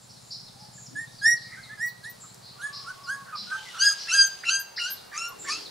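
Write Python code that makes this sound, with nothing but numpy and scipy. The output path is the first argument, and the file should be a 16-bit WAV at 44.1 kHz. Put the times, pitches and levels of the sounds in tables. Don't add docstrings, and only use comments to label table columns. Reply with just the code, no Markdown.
import sys
import numpy as np
from scipy import signal
from scipy.fft import rfft, irfft, next_fast_len
from scipy.io import wavfile
from scipy.ndimage import uniform_filter1d, map_coordinates

SR = 44100
rng = np.random.default_rng(int(sys.argv[2]) if len(sys.argv) > 2 else 0)


def to_wav(sig):
    pcm = np.clip(np.atleast_2d(sig), -1, 1) * 32767
    pcm = np.round(pcm).astype(np.int16)
    wavfile.write(sys.argv[1], SR, pcm.T)


N = 251482
TOP_HZ = 15720

# (frequency [Hz], gain [dB])
THROAT_DB = [(1150, 5), (1380, -5.5), (1580, 0), (2350, 2.5), (2750, 6), (3000, -10.5), (3250, -15.5),
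             (4100, -4.5), (4750, 1)]
# (frequency [Hz], gain [dB])
OPEN_MOUTH_DB = [(4200, -5), (5200, -3.5), (6400, -3.5), (8000, -17), (9600, -18), (11200, -25),
                 (12800, -45), (14500, -58)]
# (time [s], length [s], attack [s], lead-in [s], climb [s], low [Hz], high [Hz], end [Hz],
# level [dB], fundamental [dB rel], third partial [dB rel], upper partials [dB rel],
# catch length [s], catch level [dB])
YIPS = [(3.78, 0.17, 0.045, 0.016, 0.055, 1402, 1651, 1609, -24.5, 0.5, 1, 1.5, 0.03, -58),
        (4.078, 0.21, 0.069, 0.038, 0.035, 1320, 1620, 1576, -23, 0, -3.5, 0, 0.032, -41.5),
        (4.443, 0.18, 0.063, .052, 0.0148, 1353, 1570, 1610, -26, -2, -6, -3, .016, -35.5),
        (4.784, 0.15, 0.022, 0.07, 0.043, 1399, 1578, 1593, -31.5, -1.5, -11, -7.5, .024, -34),
        (5.122, 0.2, 0.061, .042, 0.024, 1166, 1336, 1442, -42.5, 7, -7, 4, 0.072, -43),
        (5.452, 0.14, 0.048, .045, 0.049, 1115, 1320, 1377, -41.5, 3, -1, 6, 0.044, -42.5)]


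def yips(jump_s=.00644, crack_s=.024, onset_s=.033, rattle_hz=195, closing_db=7, hiss_db=-5):
    track = np.zeros(N)
    hiss_band = signal.butter(3, [1200, 6200], "band", fs=SR, output="sos")
    for s, length, attack, lead, climb, low_hz, high_hz, end_hz, *levels, _, _ in YIPS:
        level_db, first_db, third_db, upper_db = levels
        t = np.arange(0, length, 1 / SR)
        pitch = np.interp(t, [0, lead, lead + jump_s, lead + climb, length],
                          [1.025 * low_hz, low_hz, (low_hz + high_hz) / 2, high_hz, end_hz])
        db = level_db + effort_db(t, attack, release_s=.068, onset_db=23, fade_db=18)
        onset = np.exp(-(t / onset_s) ** 2)
        crack = np.exp(-((t - lead - climb) / crack_s) ** 2)
        slack = .0016 * np.maximum(1477 - pitch, 0)
        rough = np.clip(.17 + .15 * onset + .13 * crack + slack, 0, 1)
        rattle = np.sin(2 * np.pi * rattle_hz * t + wobble(80, len(t)))
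        overtone_db = db + 20 * np.log10(1 + .38 * crack * rattle)
        first = db + first_db + closing_db * (t / length - .5) + along(THROAT_DB, pitch)
        second = overtone_db + along(THROAT_DB, 2 * pitch)
        third = overtone_db + third_db + along(THROAT_DB, 3 * pitch)
        upper = [overtone_db + upper_db + along(OPEN_MOUTH_DB, k * pitch) for k in range(4, 12)]
        voice = vocal_folds(pitch, [first, second, third] + upper, rough)
        slack_db = db - 14 - 163 * np.abs(t - lead - climb / 2)
        slack_partials = [slack_db + along(THROAT_DB, k * low_hz) for k in (1, 2, 3)]
        voice += vocal_folds(np.full(len(t), low_hz), slack_partials, rough=.67)
        turbulence = unit(signal.sosfilt(hiss_band, rng.standard_normal(len(t))))
        add(track, s, voice + amp(hiss_db) * rough ** 2.44 * running_rms(voice, 200) * turbulence)
    return track


def catches(early_s=.0091, start_hz=1560, end_hz=2236, rasp=1):
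    notes = [(s - early_s, length, start_hz, end_hz, db, rasp) for s, *_, length, db in YIPS]
    return glides(notes, octave_db=-20, spread=.15, rise=.25)


# (frequency [Hz], gain [dB])
CLOSED_MOUTH_DB = [(2800, 1), (3800, -12), (4700, 3), (5700, -1.5), (7500, -5), (9300, -4), (11300, -12.5),
                   (13000, -40), (15000, -51)]
# (time [s], length [s], attack [s], low [Hz], top [Hz], level [dB],
# third partial [dB rel], other overtones [dB rel])
SQUEAKS = [(0.947, .11, 0.017, 1697, 1846, -33, -28, -15),
           (1.211, 0.14, 0.057, 1635, 1894, -16.5, -12.5, -15.5),
           (1.772, 0.12, 0.067, 1645, 1930, -26, -17, -17),
           (2.024, .088, 0.026, 1630, 1920, -38.5, -19, -10),
           (2.581, 0.13, 0.061, 1410, 1714, -32.5, -29, -14),
           (2.855, 0.07, 0.037, 1333, 1506, -31.5, -21, -20),
           (3.061, 0.11, 0.039, 1393, 1648, -29, -21, -15.5),
           (3.464, 0.14, 0.071, 1448, 1561, -30.5, -43, -23)]


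def squeaks(lowest_at_s=.014, husky_below_hz=1700, overtone_db=-1, octave_db=-5):
    track = np.zeros(N)
    for s, length, attack, low_hz, top_hz, level_db, third_db, other_db in SQUEAKS:
        t = np.arange(0, length, 1 / SR)
        scoop = np.exp(-((t - lowest_at_s) / (.25 * length)) ** 2)
        pitch = top_hz - (top_hz - low_hz) * scoop
        db = level_db + effort_db(t, attack, release_s=.062, onset_db=25.5, fade_db=10.5)
        second, *upper = [db + other_db + overtone_db + along(CLOSED_MOUTH_DB, k * pitch)
                          for k in (2, *range(4, 10))]
        rough = .19 + np.clip(.0017 * (husky_below_hz - pitch), 0, .35)
        add(track, s, vocal_folds(pitch, [db, second + octave_db, db + third_db] + upper, rough))
    return track


def vocal_folds(pitch, partials_db, rough, fade_s=.009):
    size = len(pitch)
    jitter = .0036 * wobble(110, size) + (.0015 + .034 * rough) * wobble(600, size)
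    phase = 2 * np.pi * np.cumsum(uniform_filter1d(pitch, size=300) * (1 + jitter)) / SR
    voice = np.zeros(size)
    for k, db in enumerate(partials_db, 1):
        shimmer = 1 + min(.35 * k - .25, 1.1) * rough * wobble(600, size)
        flutter_db = min(.5 + k, 3.2) * wobble(80, size)
        voice += amp(db + flutter_db) * shimmer * np.sin(k * phase) * (k * pitch < TOP_HZ)
    edge_s = np.minimum(np.arange(size), np.arange(size)[::-1]) / SR
    return np.sqrt(2) * voice * np.clip(edge_s / fade_s, 0, 1)


def effort_db(t, attack_s, release_s, onset_db, fade_db):
    swelling = np.clip(1 - t / attack_s, 0, 1)
    fading = np.clip(1 - (t[-1] - t) / release_s, 0, 1)
    return -onset_db * swelling ** 1.36 - fade_db * fading ** 1.33


# (time [s], length [s], start [Hz], end [Hz], level [dB], rasp [0-1])
WHISTLES = [(1.85, 0.056, 15500, 14400, -46, 0.4), (2.095, 0.023, 14400, 14600, -43.5, 0),
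            (3.91, 0.033, 14500, 13800, -58, 0.1), (4.255, 0.032, 14600, 14000, -46, 0.1),
            (4.59, 0.04, 13400, 13200, -39, 0.16), (4.9, 0.05, 12700, 12300, -33.5, 0.25),
            (5.28, 0.024, 12400, 13100, -47, .1)]


def whistles(hiss_db=-14, hiss_low_hz=8500):
    tone = glides(WHISTLES, octave_db=-60, spread=.1, rise=.3)
    hiss_band = lambda hz: (hz > hiss_low_hz) * np.clip(15 - hz / 1000, 0, 3)
    hiss = unit(filtered(rng.standard_normal(N), hiss_band))
    return tone + amp(hiss_db) * running_rms(tone, 300) * hiss


# (time [s], length [s], start [Hz], end [Hz], level [dB], rasp [0-1])
WHIMPERS = [(.777, 0.02, 1770, 1600, -52, 0.1), (1.43, 0.42, 2190, 1970, -54.5, 0.6),
            (1.51, 0.064, 1910, 1905, -43.5, 0.7), (1.565, 0.052, 1488, 1645, -45.5, 0.4),
            (1.69, 0.062, 1638, 1830, -41.5, 0.24), (2.23, 0.04, 1263, 1220, -51.5, 0.97),
            (3.25, 0.11, 1503, 1490, -47, 1), (3.322, 0.054, 1248, 1190, -34, 0.53),
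            (3.505, 0.071, 1210, 1337, -37.5, 0.36), (3.555, 0.09, 3105, 3090, -48.5, 0.27),
            (3.65, .072, 2090, 1970, -46.5, .43), (3.66, 0.11, 2890, 2907, -54.5, 0.06),
            (3.73, 0.086, 1346, 1383, -40.5, 0.88), (3.9, 0.031, 1373, 1280, -42, 0.67),
            (5.28, 0.077, 1170, 1097, -45.5, 0.9), (5.478, 0.032, 1926, 1634, -35.5, 0.63)]


def whimpers():
    return glides(WHIMPERS, octave_db=-22, spread=.11, rise=.35)


# (frequency [Hz], density [dB rel])
SOIL_DB = [(200, -42), (900, 6.5), (2000, 2), (3200, 10.5), (5500, 5.5), (9000, -3), (12000, -10),
           (15000, -54)]
# (time [s], length [s], level [dB])
BOUTS = [(2.414, 0.81, -56), (3.26, 1.31, -44.5), (4.807, 0.2, -49), (5.4, 0.31, -45.5)]


def scuffle(grain_db=2, grain_hz=470):
    force = np.zeros(N)
    for s, length, db in BOUTS:
        swell = np.abs(np.sin(np.linspace(0, np.pi, int(length * SR)))) ** 1.06
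        add(force, s, amp(db) * swell)
    grains = amp(grain_db * wobble(grain_hz, N))
    return force * unit(grains * stereo_noise(SOIL_DB))


# (time [s], length [s], low [Hz], high [Hz], level [dB])
SCUFFS = [(0.881, 0.16, 245, 259, -48.5), (3.346, 0.21, 195, 217, -54), (5.28, 0.52, 286, 446, -50)]


def scuffs():
    track = np.zeros((2, N))
    for s, length, low_hz, high_hz, db in SCUFFS:
        progress = np.clip((np.arange(N) / SR - s) / length, 0, 1)
        band_db = [(low_hz / 2, -30), (low_hz, 0), (high_hz, 0), (2 * high_hz, -30), (4 * high_hz, -90)]
        track += amp(db) * np.sin(np.pi * progress) * stereo_noise(band_db)
    return track


# (time [s], level before trim [dB])
GRIT = [(2.3447, -33.5)]


def grit(trim_db=-5, t60_s=.0072):
    track, t = np.zeros(N), np.arange(SR // 20) / SR
    crisp_band = signal.butter(2, [5500, 11500], "band", fs=SR, output="sos")
    for s, db in GRIT:
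        burst = unit(signal.sosfilt(crisp_band, rng.standard_normal(len(t))))
        add(track, s, amp(db + trim_db - 60 * t / t60_s) * burst)
    return track


# (time [s], length [s], middle [Hz], level [dB])
SLURS = [(.16, 0.025, 4080, -54.5), (.46, 0.039, 3950, -52), (.855, .026, 5330, -49),
         (1.18, 0.037, 4380, -48), (1.36, .03, 4500, -45), (1.625, 0.034, 4050, -48.5),
         (1.868, 0.043, 4280, -51), (2.035, 0.016, 4000, -46.5), (2.61, 0.0198, 3860, -49.5),
         (3.03, 0.052, 4710, -47), (4.96, 0.043, 3930, -50), (5.645, 0.035, 4050, -43)]
# (time [s], length [s], start [Hz], end [Hz], level [dB], rasp [0-1])
PIPES = [(1.072, 0.018, 3450, 4030, -54.5, 0), (2.249, 0.084, 3590, 4580, -61.5, 0.2),
         (3.373, 0.085, 4055, 4015, -44.5, 0.12)]


def near_bird():
    return glides(song(SLURS, slide=-.348, rasp=.3) + PIPES, octave_db=-60, spread=.12, rise=.35)


# (time [s], length [s], middle [Hz], level [dB])
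CHIRPS = [(.09, 0.037, 4950, -56.5), (.303, .052, 4806, -43), (.58, 0.098, 5040, -58),
          (1.11, 0.088, 4940, -61), (1.4, 0.066, 4520, -52.5), (2.42, .11, 4500, -55.5),
          (2.725, 0.068, 4710, -44.5), (3.348, 0.083, 4700, -44), (3.98, 0.075, 5020, -44),
          (4.76, 0.048, 4784, -38.5), (5.498, 0.037, 4900, -37)]
# (time [s], length [s], middle [Hz], level [dB])
HIGH_CALLS = [(.01, 0.05, 7300, -61.5), (.2, 0.16, 7000, -64), (.72, .17, 7020, -55.5),
              (2.2, 0.059, 7350, -52), (5.385, 0.071, 7350, -48)]


def tree_birds():
    notes = song(CHIRPS, slide=.06, rasp=.64) + song(HIGH_CALLS, slide=-.067, rasp=.257)
    return glides(notes, octave_db=-40, spread=.21, rise=.25)


def song(notes, slide, rasp):
    return [(s, length, hz * (1 - slide / 2), hz * (1 + slide / 2), db, rasp)
            for s, length, hz, db in notes]


# (time [s], length [s], start [Hz], end [Hz], level [dB], rasp [0-1])
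CROWS = [(0.55, 0.12, 782, 901, -62, 0.2), (1.45, 0.42, 1289, 1290, -66.5, 0.18),
         (2.52, 0.55, 1176, 1086, -58, 0.3), (2.98, 0.32, 1141, 1073, -57.5, 0.28),
         (3.5, 0.21, 912, 816, -62, 0.38), (4.5, 0.39, 964, 914, -66, 0.2)]


def rooster():
    return glides(CROWS, octave_db=-22, spread=.2, rise=.25)


# (time [s], level [dB])
ENGINE_DB = [(0, -58.5), (1.0, -54), (2.2, -58), (3.1, -59.5), (4.4, -73), (5.7, -78)]
# (frequency [Hz], width [Hz], gain [dB])
EXHAUST_MODES = [(80.6, 16, -33), (123.3, 14.7, 0), (181.5, 6.6, -1.5), (214, 32, -13)]


def engine(firing_hz=15.4, first_s=.044, jitter_s=.0016, pan_db=1.4):
    firings = np.zeros(N)
    for s in np.arange(first_s, N / SR, 1 / firing_hz):
        add(firings, s + rng.normal(0, jitter_s), amp(rng.normal(0, 1, 1)))
    pipe = lambda f: sum((-1) ** k * amp(db) * 1j * f * width / (hz * hz - f * f + 1j * f * width)
                         for k, (hz, width, db) in enumerate(EXHAUST_MODES))
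    distance = lambda f: 1 / (1 + (f / 300) ** 4) / (1 + (68 / (f + 1)) ** 6)
    chug = unit(filtered(firings, lambda f: np.abs(pipe(f)) * distance(f)))
    level_db = np.interp(np.arange(N) / SR, *np.transpose(ENGINE_DB))
    return amp(level_db) * chug * amp([[pan_db], [-pan_db]])


# (frequency [Hz], density [dB rel])
YARD_DB = [(15, -13), (25, -45), (64, -10.5), (129, -6), (204, -4.5), (340, -15), (871, -12), (997, -29),
           (1270, -19), (1900, -41), (3170, -22.5), (4260, -12.5), (6050, -18.5), (10400, -20),
           (15500, -49.5)]
# (frequency [Hz], density [dB rel])
RUSH_DB = [(150, -50), (350, -1.5), (800, -0.5), (1400, -5.5), (2500, -11.5), (8000, -21)]


def air(yard_db=-55, rush_start_db=-58.5, growth_db_per_s=1.47):
    yard = amp(yard_db + 1.4 * wobble(5.24, N)) * stereo_noise(YARD_DB)
    rush = amp(rush_start_db + growth_db_per_s * np.arange(N) / SR) * stereo_noise(RUSH_DB)
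    return yard + rush


# (frequency [Hz], t60 [s])
TAIL_T60_S = [(300, 1), (1600, 0.61), (5000, 0.72), (9000, 0.39), (14000, 0.2)]


def echoes(x, near_db, far_db, near_t60_s, width=.52):
    hz, frame_s, spectra = signal.stft(rng.standard_normal((2, SR)), SR, nperseg=256)
    decay = amp(-60 * frame_s / along(TAIL_T60_S, hz)[:, None])
    far = signal.istft(spectra * decay, SR, nperseg=256)[1][:, :SR]
    t = np.arange(SR) / SR
    near = rng.standard_normal((2, SR)) * amp(-60 * t / near_t60_s) * (t > .003)
    mid, side = amp(near_db) * near / np.linalg.norm(near[0]) + amp(far_db) * far / np.linalg.norm(far[0])
    response = np.array([mid + width * side, mid - width * side])
    return signal.fftconvolve(x[None], response, axes=1)[:, :N]


# (frequency [Hz], left-right correlation [-1 to 1])
CORRELATION = [(60, 0.7), (130, 0.93), (300, -0.41), (600, -0.46), (1200, 0.037), (4500, 0.82),
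               (12000, 0.49)]


def stereo_noise(spectrum_db):
    def response(hz):
        angle = np.arccos(along(CORRELATION, hz)) / 2
        return amp(along(spectrum_db, hz)) * [np.cos(angle), np.sin(angle)]
    mid, side = filtered(rng.standard_normal((2, N)), response)
    return unit(np.array([mid + side, mid - side]))


def glides(notes, octave_db, spread, rise):
    track = np.zeros(N)
    for s, length, start_hz, end_hz, db, rasp in notes:
        progress = np.linspace(0, 1, int(length * SR))
        shake = 1.5 * np.tanh(wobble(900, len(progress)) / 1.5)
        pitch = (start_hz + (end_hz - start_hz) * progress) * (1 + spread * rasp * shake)
        phase = 2 * np.pi * np.cumsum(pitch) / SR
        swell = np.sin(np.pi / 2 * np.clip(np.minimum(progress / rise, 2 * (1 - progress)), 0, 1))
        tone = np.sin(phase) + amp(octave_db) * np.sin(2 * phase) * (2 * end_hz < TOP_HZ)
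        add(track, s, np.sqrt(2) * amp(db) * swell * tone)
    return track


def amp(db):
    return 10 ** (np.asarray(db) / 20)


def unit(x):
    return x / np.sqrt(np.mean(x ** 2) + 1e-20)


def running_rms(x, samples):
    return np.sqrt(np.abs(uniform_filter1d(x ** 2, size=samples)))


def along(points, hz):
    knots_hz, values = np.transpose(points)
    return np.interp(np.log(hz + 1), np.log(knots_hz + 1), values)


def wobble(rate_hz, size):
    knots = rng.standard_normal(int(size * rate_hz / SR) + 4)
    return map_coordinates(knots, [np.arange(size) * rate_hz / SR], mode="nearest")


def filtered(x, response):
    size = next_fast_len(N + SR // 2)
    return irfft(rfft(x, size) * response(np.fft.rfftfreq(size, 1 / SR)), size)[..., :N]


def add(track, s, sound):
    span = track[max(round(s * SR), 0):][:len(sound)]
    span += sound[:len(span)]


def scene():
    loud = yips() + whistles()
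    soft = catches() + squeaks() + whimpers() + grit()
    puppies = loud * amp([[.3], [-.3]]) + echoes(loud, near_db=-9, far_db=-17.5, near_t60_s=.13)
    puppies += soft * amp([[-1], [1]]) + echoes(soft, near_db=-8, far_db=-18.5, near_t60_s=.13)
    near, far = near_bird(), tree_birds() + rooster()
    birds = near + echoes(near, near_db=-4, far_db=-4.5, near_t60_s=.2)
    birds += amp(3) * far + echoes(far, near_db=2.5, far_db=-.5, near_t60_s=.58)
    return puppies + scuffle() + scuffs() + birds + engine() + air()


def record(dry):
    return filtered(dry, lambda hz: hz < TOP_HZ)


dry = scene()
out = record(dry)
to_wav(out)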